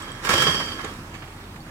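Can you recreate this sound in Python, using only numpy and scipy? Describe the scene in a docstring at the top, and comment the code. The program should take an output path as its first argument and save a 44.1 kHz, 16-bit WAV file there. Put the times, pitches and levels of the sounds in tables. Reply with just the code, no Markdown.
"""Outdoors on gravel, beside a wooden fence: a load with loose metal pieces crashes down, close right.
Its contacts knock, scrape and ring hollow; its weight thuds and the fence panel booms on.
The pieces strike each other, jingle, squeak and settle; a few steps crunch afterwards.
Underneath: a low hum and rumble like an idling engine, open-air hiss and a far cricket."""
import sys
import numpy as np
from scipy import signal
from scipy.fft import rfft, irfft, next_fast_len
from scipy.io import wavfile
from scipy.ndimage import uniform_filter1d

SR = 44100
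rng = np.random.default_rng(int(sys.argv[2]) if len(sys.argv) > 2 else 0)


def generate_wav(signal):
    """Clip the signal to [-1, 1] and save it as 16-bit WAV at the path in sys.argv[1]."""
    frames = np.transpose(np.atleast_2d(signal))
    scaled = np.clip(frames, -1, 1) * 32767
    pcm = np.round(scaled).astype(np.int16)
    wavfile.write(sys.argv[1], SR, pcm)


N = 74970
T = np.arange(N) / SR

# Knocks of the load. Each row: start in seconds, fade in seconds, body, scrape and metal levels in dB.
KNOCKS = [(.249, 0.011, -24.5, -24.5, -44), (0.2705, 0.0092, -20.5, -42, -38),
          (0.2893, 0.013, -17, -19.5, -41), (0.3, 0.0058, -24, -22, -28), (.306, 0.0033, -17, -37, -37),
          (0.331, 0.0087, -26, -20, -23), (0.336, 0.0044, -13, -22, -18), (0.377, 0.0063, -41, -23, -17),
          (0.419, 0.015, -19.5, -21, -25), (0.4668, 0.0084, -16, -29, -16),
          (0.492, 0.0078, -20.5, -41, -33), (0.545, 0.01, -22.5, -44, -19), (.600, 0.011, -20.5, -42, -28),
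          (0.678, 0.0066, -36, -44, -26), (0.788, .012, -30.5, -40, -50), (.805, 0.006, -27, -45, -37)]
# The load sliding to rest. Each row: time in seconds, body, scrape and metal levels in dB.
SLIDE = [(0, -38, -43.5, -51.5), (.13, -40.5, -53, -45.5), (.215, -40.5, -50.5, -68),
         (.245, -31.5, -35.5, -44), (.285, -35, -33, -35), (0.309, -22.5, -26.5, -26.5),
         (.41, -24, -28.5, -22), (.50, -29.5, -30.5, -26.5), (.59, -33, -37.5, -30), (.70, -36, -40.5, -38),
         (.78, -41, -47, -42.5), (.88, -35.5, -45, -51), (.95, -47.5, -49, -65), (1.15, -49.5, -61, -53),
         (1.7, -66, -70, -82)]
# The load landing, then one heavy footfall. Each row: start in seconds, level in dB, pitch in Hz.
THUDS = [(.335, -18, 99), (.394, -18, 142), (.476, -13, 159.3), (0.502, -21, 88.5), (0.561, -24, 210),
         (1.222, -25.5, 138)]
# Settling metal. Each row: start in seconds, fade in seconds, level in dB, pitch in Hz.
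SQUEAKS = [(.548, 0.033, -38, 5260), (.585, .025, -36, 5560), (0.681, 0.014, -37, 4620),
           (.712, 0.025, -38.5, 4560)]
# Shoes on gravel. Each row: start in seconds, fade in seconds, sole, crunch and grit levels in dB.
STEPS = [(0.842, 0.0065, -26, -47, -30.5), (1.139, .018, -39, -37, -43), (1.22, 0.0076, -35.5, -42, -70),
         (1.238, 0.015, -45.5, -45, -63), (1.275, 0.0066, -43, -43.5, -58), (1.558, .004, -48, -37, -49)]
# Metal touches and cricket chirps. Each row: start in seconds, level in dB.
TINKS = [(0.022, -34.5), (0.117, -33)]
CHIRPS = [(1.325, -56), (1.379, -54), (1.432, -56), (1.603, -52), (1.655, -58)]
# Rumble envelope. Each row: time in seconds, level in dB.
RUMBLE_LEVEL = [(0, -51), (.15, -43), (.6, -50), (1.0, -42), (1.15, -48), (1.35, -52.5), (1.52, -41.5),
                (1.7, -44.5)]
# Tones of the hum. Each row: frequency in Hz, rms level in dB.
HUM_TONES = [(36.5, -49.5), (90.5, -48), (237, -55.5), (327, -57.5)]

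# Modes of the hollow load and the boards it hits, of the loose pieces and of the small pieces.
# Each row: frequency in Hz, relative level in dB, T60 in seconds.
HOLLOW_MODES = [(346.6, -3.5, 0.21), (418.5, -3, 0.15), (512.6, -1, 0.11), (554, -9, 0.17),
                (1048, -0.5, 0.074), (1109, 3.5, 0.12), (1162, -4, 0.082), (1253, -7.5, 0.085),
                (1306, 0, 0.21), (1615, -0.5, 0.21), (1686, 7, 0.063), (1796, -0.5, 0.12), (2005, -4, 0.15)]
METAL_MODES = [(2837, -17.5, 0.23), (3100, 1, 0.14), (3203, -4, 0.21), (3279, 0, .28), (4600, -8, 0.18),
               (4736, -3, 0.12), (4807, -7.5, 0.21), (5321, -17, 0.34), (5850, -15, 0.13),
               (5430, -15.5, 0.34), (5700, -11.5, 0.15), (5760, -17, 0.097), (7470, -18.5, 0.26),
               (9890, -23, 0.084)]
TINK_MODES = [(3250, 1, 0.06), (7780, -6.5, 0.046), (8000, -9, 0.082), (9050, -13, 0.057)]

# Source spectra. Each row: frequency in Hz, relative spectral density in dB.
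BODY_SPECTRUM = [(40, -18), (130, -9), (330, -5.5), (520, -3), (660, -8.5), (900, -5), (1090, -0.5),
                 (1330, 0.5), (1480, -4.5), (1620, 3), (1900, -3.5), (2300, -7.5), (2550, -12),
                 (3500, -13.5), (7000, -26), (16000, -53)]
SCRAPE_SPECTRUM = [(200, -9), (1500, -8), (2900, 3.5), (4200, -5), (5500, -0.5), (6400, -6.5), (7800, -5.5),
                   (10500, -13.5), (15500, -19)]
FENCE_SPECTRUM = [(50, -23), (130, 3.5), (200, 1.5), (330, 0), (450, -6), (700, -22), (2000, -67)]
SOLE_SPECTRUM = [(60, -22), (200, -3), (400, 3.5), (700, -3), (1100, -3), (1600, -1.5), (3000, -13),
                 (9000, -49)]
CRUNCH_SPECTRUM = [(300, -13), (1100, -12), (1900, 3), (2900, 2), (3800, -13), (9000, -28)]
GRIT_SPECTRUM = [(1000, -15), (3000, 5), (4200, -4), (5400, -5), (6700, 1), (8200, -4), (10500, -19),
                 (15500, -31)]
AIR_SPECTRUM = [(20, -31), (55, -3.5), (85, -2.5), (150, -5.5), (220, -8), (340, -9), (520, -13.5),
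                (800, -10.5), (1120, -9), (1800, -16.5), (2600, -17.5), (5000, -26), (9000, -28.5),
                (15500, -37)]
RUMBLE_SPECTRUM = [(40, -15), (80, 2), (150, 3.5), (210, -2), (330, -4.5), (480, -21), (1200, -44)]

# Stereo width of near sounds and air. Each row: frequency in Hz, left-right correlation from -1 to 1.
NEAR_CORRELATION = [(200, 1.0), (340, .97), (570, .82), (800, .35), (1050, .65), (1330, .82), (1550, -.3),
                    (2200, 0), (3000, -.55), (4200, -.4), (7000, 0), (12000, .3)]
AIR_CORRELATION = [(200, 1.0), (340, .96), (570, .76), (1030, .55), (1400, -.1), (2000, .15), (2500, -.45),
                   (3700, -.45), (6800, 0), (15000, .12)]
# Stereo balance of near sounds and air. Each row: frequency in Hz, left minus right in dB.
NEAR_BALANCE = [(150, 0), (230, -.5), (450, -4.5), (700, -8), (1100, -8.5), (1400, -2.5), (1800, -10),
                (2200, -10), (2500, -3), (3100, -7), (4300, -2), (4800, -4.5), (5500, -.5), (8500, -3),
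                (13000, 0)]
AIR_BALANCE = [(200, 0), (500, -2.8), (1000, -6), (3000, -4.5), (5500, -2), (14000, -1)]

BODY, SCRAPE, METAL = range(3)  # level columns of KNOCKS and SLIDE


def crash(clack_db=-1.5, clack_fade_s=0.0011, hollow_db=-7):
    """Each knock opens with a sharp clack; the load rattles, rings hollow and scrapes over grit."""
    force = load_force(BODY)
    clacks = sum(amp(db + clack_db) * pulse(start_s, clack_fade_s) for start_s, _, db, *_ in KNOCKS)
    body = rattle(force, BODY_SPECTRUM, t60_s=0.038)
    body += colour(clacks * rng.standard_normal((2, N)), BODY_SPECTRUM)
    hollow = amp(hollow_db) * ringing(force, HOLLOW_MODES, contacts_per_s=500, detune=0.004)
    return body + hollow + rattle(load_force(SCRAPE), SCRAPE_SPECTRUM)


def load_force(part):
    """Force envelope of one part of the load: slide and knocks, summed in power."""
    times_s, *slide_db = np.transpose(SLIDE)
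    slide = amp(np.interp(T, times_s, slide_db[part]))
    knock_power = sum((amp(dbs[part]) * pulse(start_s, fade_s)) ** 2 for start_s, fade_s, *dbs in KNOCKS)
    return np.sqrt(slide ** 2 + knock_power)


def jingle():
    """Alike metal pieces strike each other as the load tumbles."""
    return ringing(load_force(METAL), METAL_MODES, contacts_per_s=700, detune=0.00396)


def thuds(rise_s=0.0086, t60_s=0.086):
    """The load landing, then one heavy footfall: low, quickly damped swings, mono."""
    out = np.zeros(N)
    for start_s, db, hz in THUDS:
        age_s = np.maximum(T - start_s, 0)
        envelope = (1 - np.exp(-age_s / rise_s)) * amp(db - 60 * age_s / t60_s)
        out += envelope * np.sin(2 * np.pi * hz * age_s)
    return out


def fence_boom(level_db=-12.5, t60_s=1.83):
    """The panel's low modes store the energy of the blows and release it slowly."""
    retained = np.exp(-2 * np.log(1000) / (t60_s * SR))
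    energy = signal.lfilter([1 - retained], [1, -retained], load_force(BODY) ** 2)
    return amp(level_db) * np.sqrt(energy) * colour(rng.standard_normal((2, N)), FENCE_SPECTRUM)


def squeaks():
    """Each rub briefly excites one high mode of the metal."""
    return sum(amp(db) * pulse(start_s, fade_s) * noise_band(hz, width_hz=190)
               for start_s, fade_s, db, hz in SQUEAKS)


def tinks():
    """Small metal pieces touch lightly before the crash."""
    return sum(amp(db) * np.pad(strike(TINK_MODES), ((0, 0), (round(start_s * SR), N)))[:, :N]
               for start_s, db in TINKS)


def steps():
    """A sole lands, stones crunch under it, fine grit scatters."""
    sole, crunch, grit = (sum(amp(dbs[part]) * pulse(start_s, fade_s) for start_s, fade_s, *dbs in STEPS)
                          for part in range(3))
    landing = rattle(sole, SOLE_SPECTRUM, t60_s=0.07)
    return landing + rattle(crunch, CRUNCH_SPECTRUM) + rattle(grit, GRIT_SPECTRUM)


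def yard_echoes(x, level_db=-14.5, t60_s=0.43, delay_s=0.0099, echoes_per_s=1500):
    """Scattered reflections from fence and trees."""
    t = T[:SR]
    taps = rng.standard_normal((2, SR)) * (rng.random((2, SR)) < echoes_per_s / SR)
    taps *= (t > delay_s) * amp(-60 * t / t60_s)
    taps /= np.linalg.norm(taps, axis=1, keepdims=True)
    return amp(level_db) * signal.fftconvolve(x, taps, axes=1)[:, :N]


def air(level_db=-42, patch_rms_db=2):
    """Open-air rumble and hiss, faintly patchy in time and frequency."""
    bins = signal.stft(rng.standard_normal((2, N)), nperseg=1024, noverlap=768)[2]
    patches = uniform_filter1d(rng.standard_normal(bins.shape[1:]), size=12, axis=0)
    patches = unit_rms(uniform_filter1d(patches, size=14, axis=1))
    noise = signal.istft(bins * amp(patch_rms_db * patches), nperseg=1024, noverlap=768)[1][:, :N]
    return amp(level_db) * stereo(colour(unit_rms(noise), AIR_SPECTRUM), AIR_CORRELATION, AIR_BALANCE)


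def rumble():
    """Low noise that swells and sinks, mono."""
    level_db = np.interp(T, *np.transpose(RUMBLE_LEVEL))
    return amp(level_db) * colour(rng.standard_normal(N), RUMBLE_SPECTRUM)


def hum(waver_rms_hz=1.75):
    """Low tones like an idling engine, each wavering in pitch, mono."""
    out = np.zeros(N)
    for hz, rms_db in HUM_TONES:
        waver = unit_rms(uniform_filter1d(rng.standard_normal(N), size=5000))
        cycles = np.cumsum(hz + waver_rms_hz * waver) / SR + rng.random()
        out += amp(rms_db) * np.sqrt(2) * np.sin(2 * np.pi * cycles)
    return out


def cricket():
    """A far cricket: faint, fuzzy chirps."""
    envelope = sum(amp(db) * pulse(start_s, fade_s=0.018) for start_s, db in CHIRPS)
    return envelope * noise_band(centre_hz=4480, width_hz=220)


def contacts(force, per_s, spots, spread_db=2.5):
    """Tiny random impacts under a force envelope, dealt out to one row per spot."""
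    sizes = amp(spread_db * np.minimum(rng.exponential(1, N), np.pi)) * rng.choice([-1, 1], N)
    clicks = force * unit_rms(sizes * (rng.random(N) < per_s / SR))
    return clicks * (rng.integers(0, spots, N) == np.arange(spots)[:, None])


def rattle(force, spectrum, t60_s=0.029):
    """Each contact rings one spot of a damped surface with dense modes."""
    t, out = T[:SR // 16], np.zeros((2, N))
    for clicks in contacts(force, per_s=1700, spots=8):
        ring = rng.standard_normal((2, len(t))) * amp(-60 * t / t60_s)
        ring /= np.linalg.norm(ring, axis=1, keepdims=True)
        out += signal.oaconvolve(clicks[None], ring, axes=1)[:, :N]
    return colour(out, spectrum)


def ringing(force, modes, contacts_per_s, detune):
    """Contacts strike several pieces whose mode pitches scatter by the fraction detune."""
    out = np.zeros((2, N))
    for clicks in contacts(force, contacts_per_s, spots=11):
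        ring = strike([(hz * (1 + detune * rng.standard_normal()), db, t60_s) for hz, db, t60_s in modes])
        out += signal.oaconvolve(clicks[None], ring / np.linalg.norm(ring[0]), axes=1)[:, :N]
    return out


def strike(modes):
    """One strike: decaying modes, random phase per channel."""
    t = T[:SR // 3]
    return sum(amp(db - 60 * t / t60_s) * np.sin(2 * np.pi * (hz * t + rng.random((2, 1))))
               for hz, db, t60_s in modes)


def pulse(start_s, fade_s, attack_s=0.0015):
    """Linear rise, then exponential decay with time constant fade_s."""
    age_s = np.maximum(T - start_s, 0)
    return np.minimum(age_s / attack_s, 1) * np.exp(-np.maximum(age_s - attack_s, 0) / fade_s)


def noise_band(centre_hz, width_hz):
    """Stereo noise through a narrow resonance, rms 1."""
    offset = 2 * (np.fft.rfftfreq(N, 1 / SR) - centre_hz) / width_hz
    return unit_rms(irfft(rfft(rng.standard_normal((2, N))) / (1 + offset ** 2), N))


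def colour(x, spectrum):
    """Filters by a spectrum, keeping the power of white noise."""
    size = next_fast_len(N + SR // 4)
    gain = unit_rms(amp(curve_at(spectrum, np.fft.rfftfreq(size, 1 / SR))))
    return irfft(rfft(x, size) * gain, size)[..., :N]


def stereo(pair, correlation, balance):
    """Mixes two signals to left and right: alike in the bass, less so above, right louder."""
    hz = np.fft.rfftfreq(2 * N, 1 / SR)
    right, other = rfft(pair, 2 * N)
    alike = np.clip(curve_at(correlation, hz), -1, 1)
    left_gain = amp(curve_at(balance, hz))
    left = left_gain * (alike * right + np.sqrt(1 - alike ** 2) * other)
    return irfft(np.array([left, right]) * np.sqrt(2 / (1 + left_gain ** 2)))[:, :N]


def curve_at(points, hz):
    """Interpolates a table on a log-frequency axis."""
    points_hz, values = np.transpose(points)
    return np.interp(np.log(hz + 1), np.log(points_hz + 1), values)


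def amp(db):
    """Decibels to gain."""
    return 10 ** (np.asarray(db) / 20)


def unit_rms(x):
    """Scales to rms 1."""
    return x / np.sqrt(np.mean(x ** 2) + 1e-20)


def scene():
    """Crash and steps with their echoes, over the background."""
    near = crash() + jingle() + squeaks() + tinks() + steps()
    placed = stereo(near + yard_echoes(near) + fence_boom(), NEAR_CORRELATION, NEAR_BALANCE)
    return placed + thuds() + air() + rumble() + hum() + cricket()


def record(dry):
    """Steep low-pass band limit."""
    cutoff_hz = 15950
    lowpass = signal.firwin(511, cutoff_hz, window=("kaiser", 9), fs=SR)
    return signal.oaconvolve(dry, lowpass[None], "same")


dry = scene()
out = record(dry)
generate_wav(out)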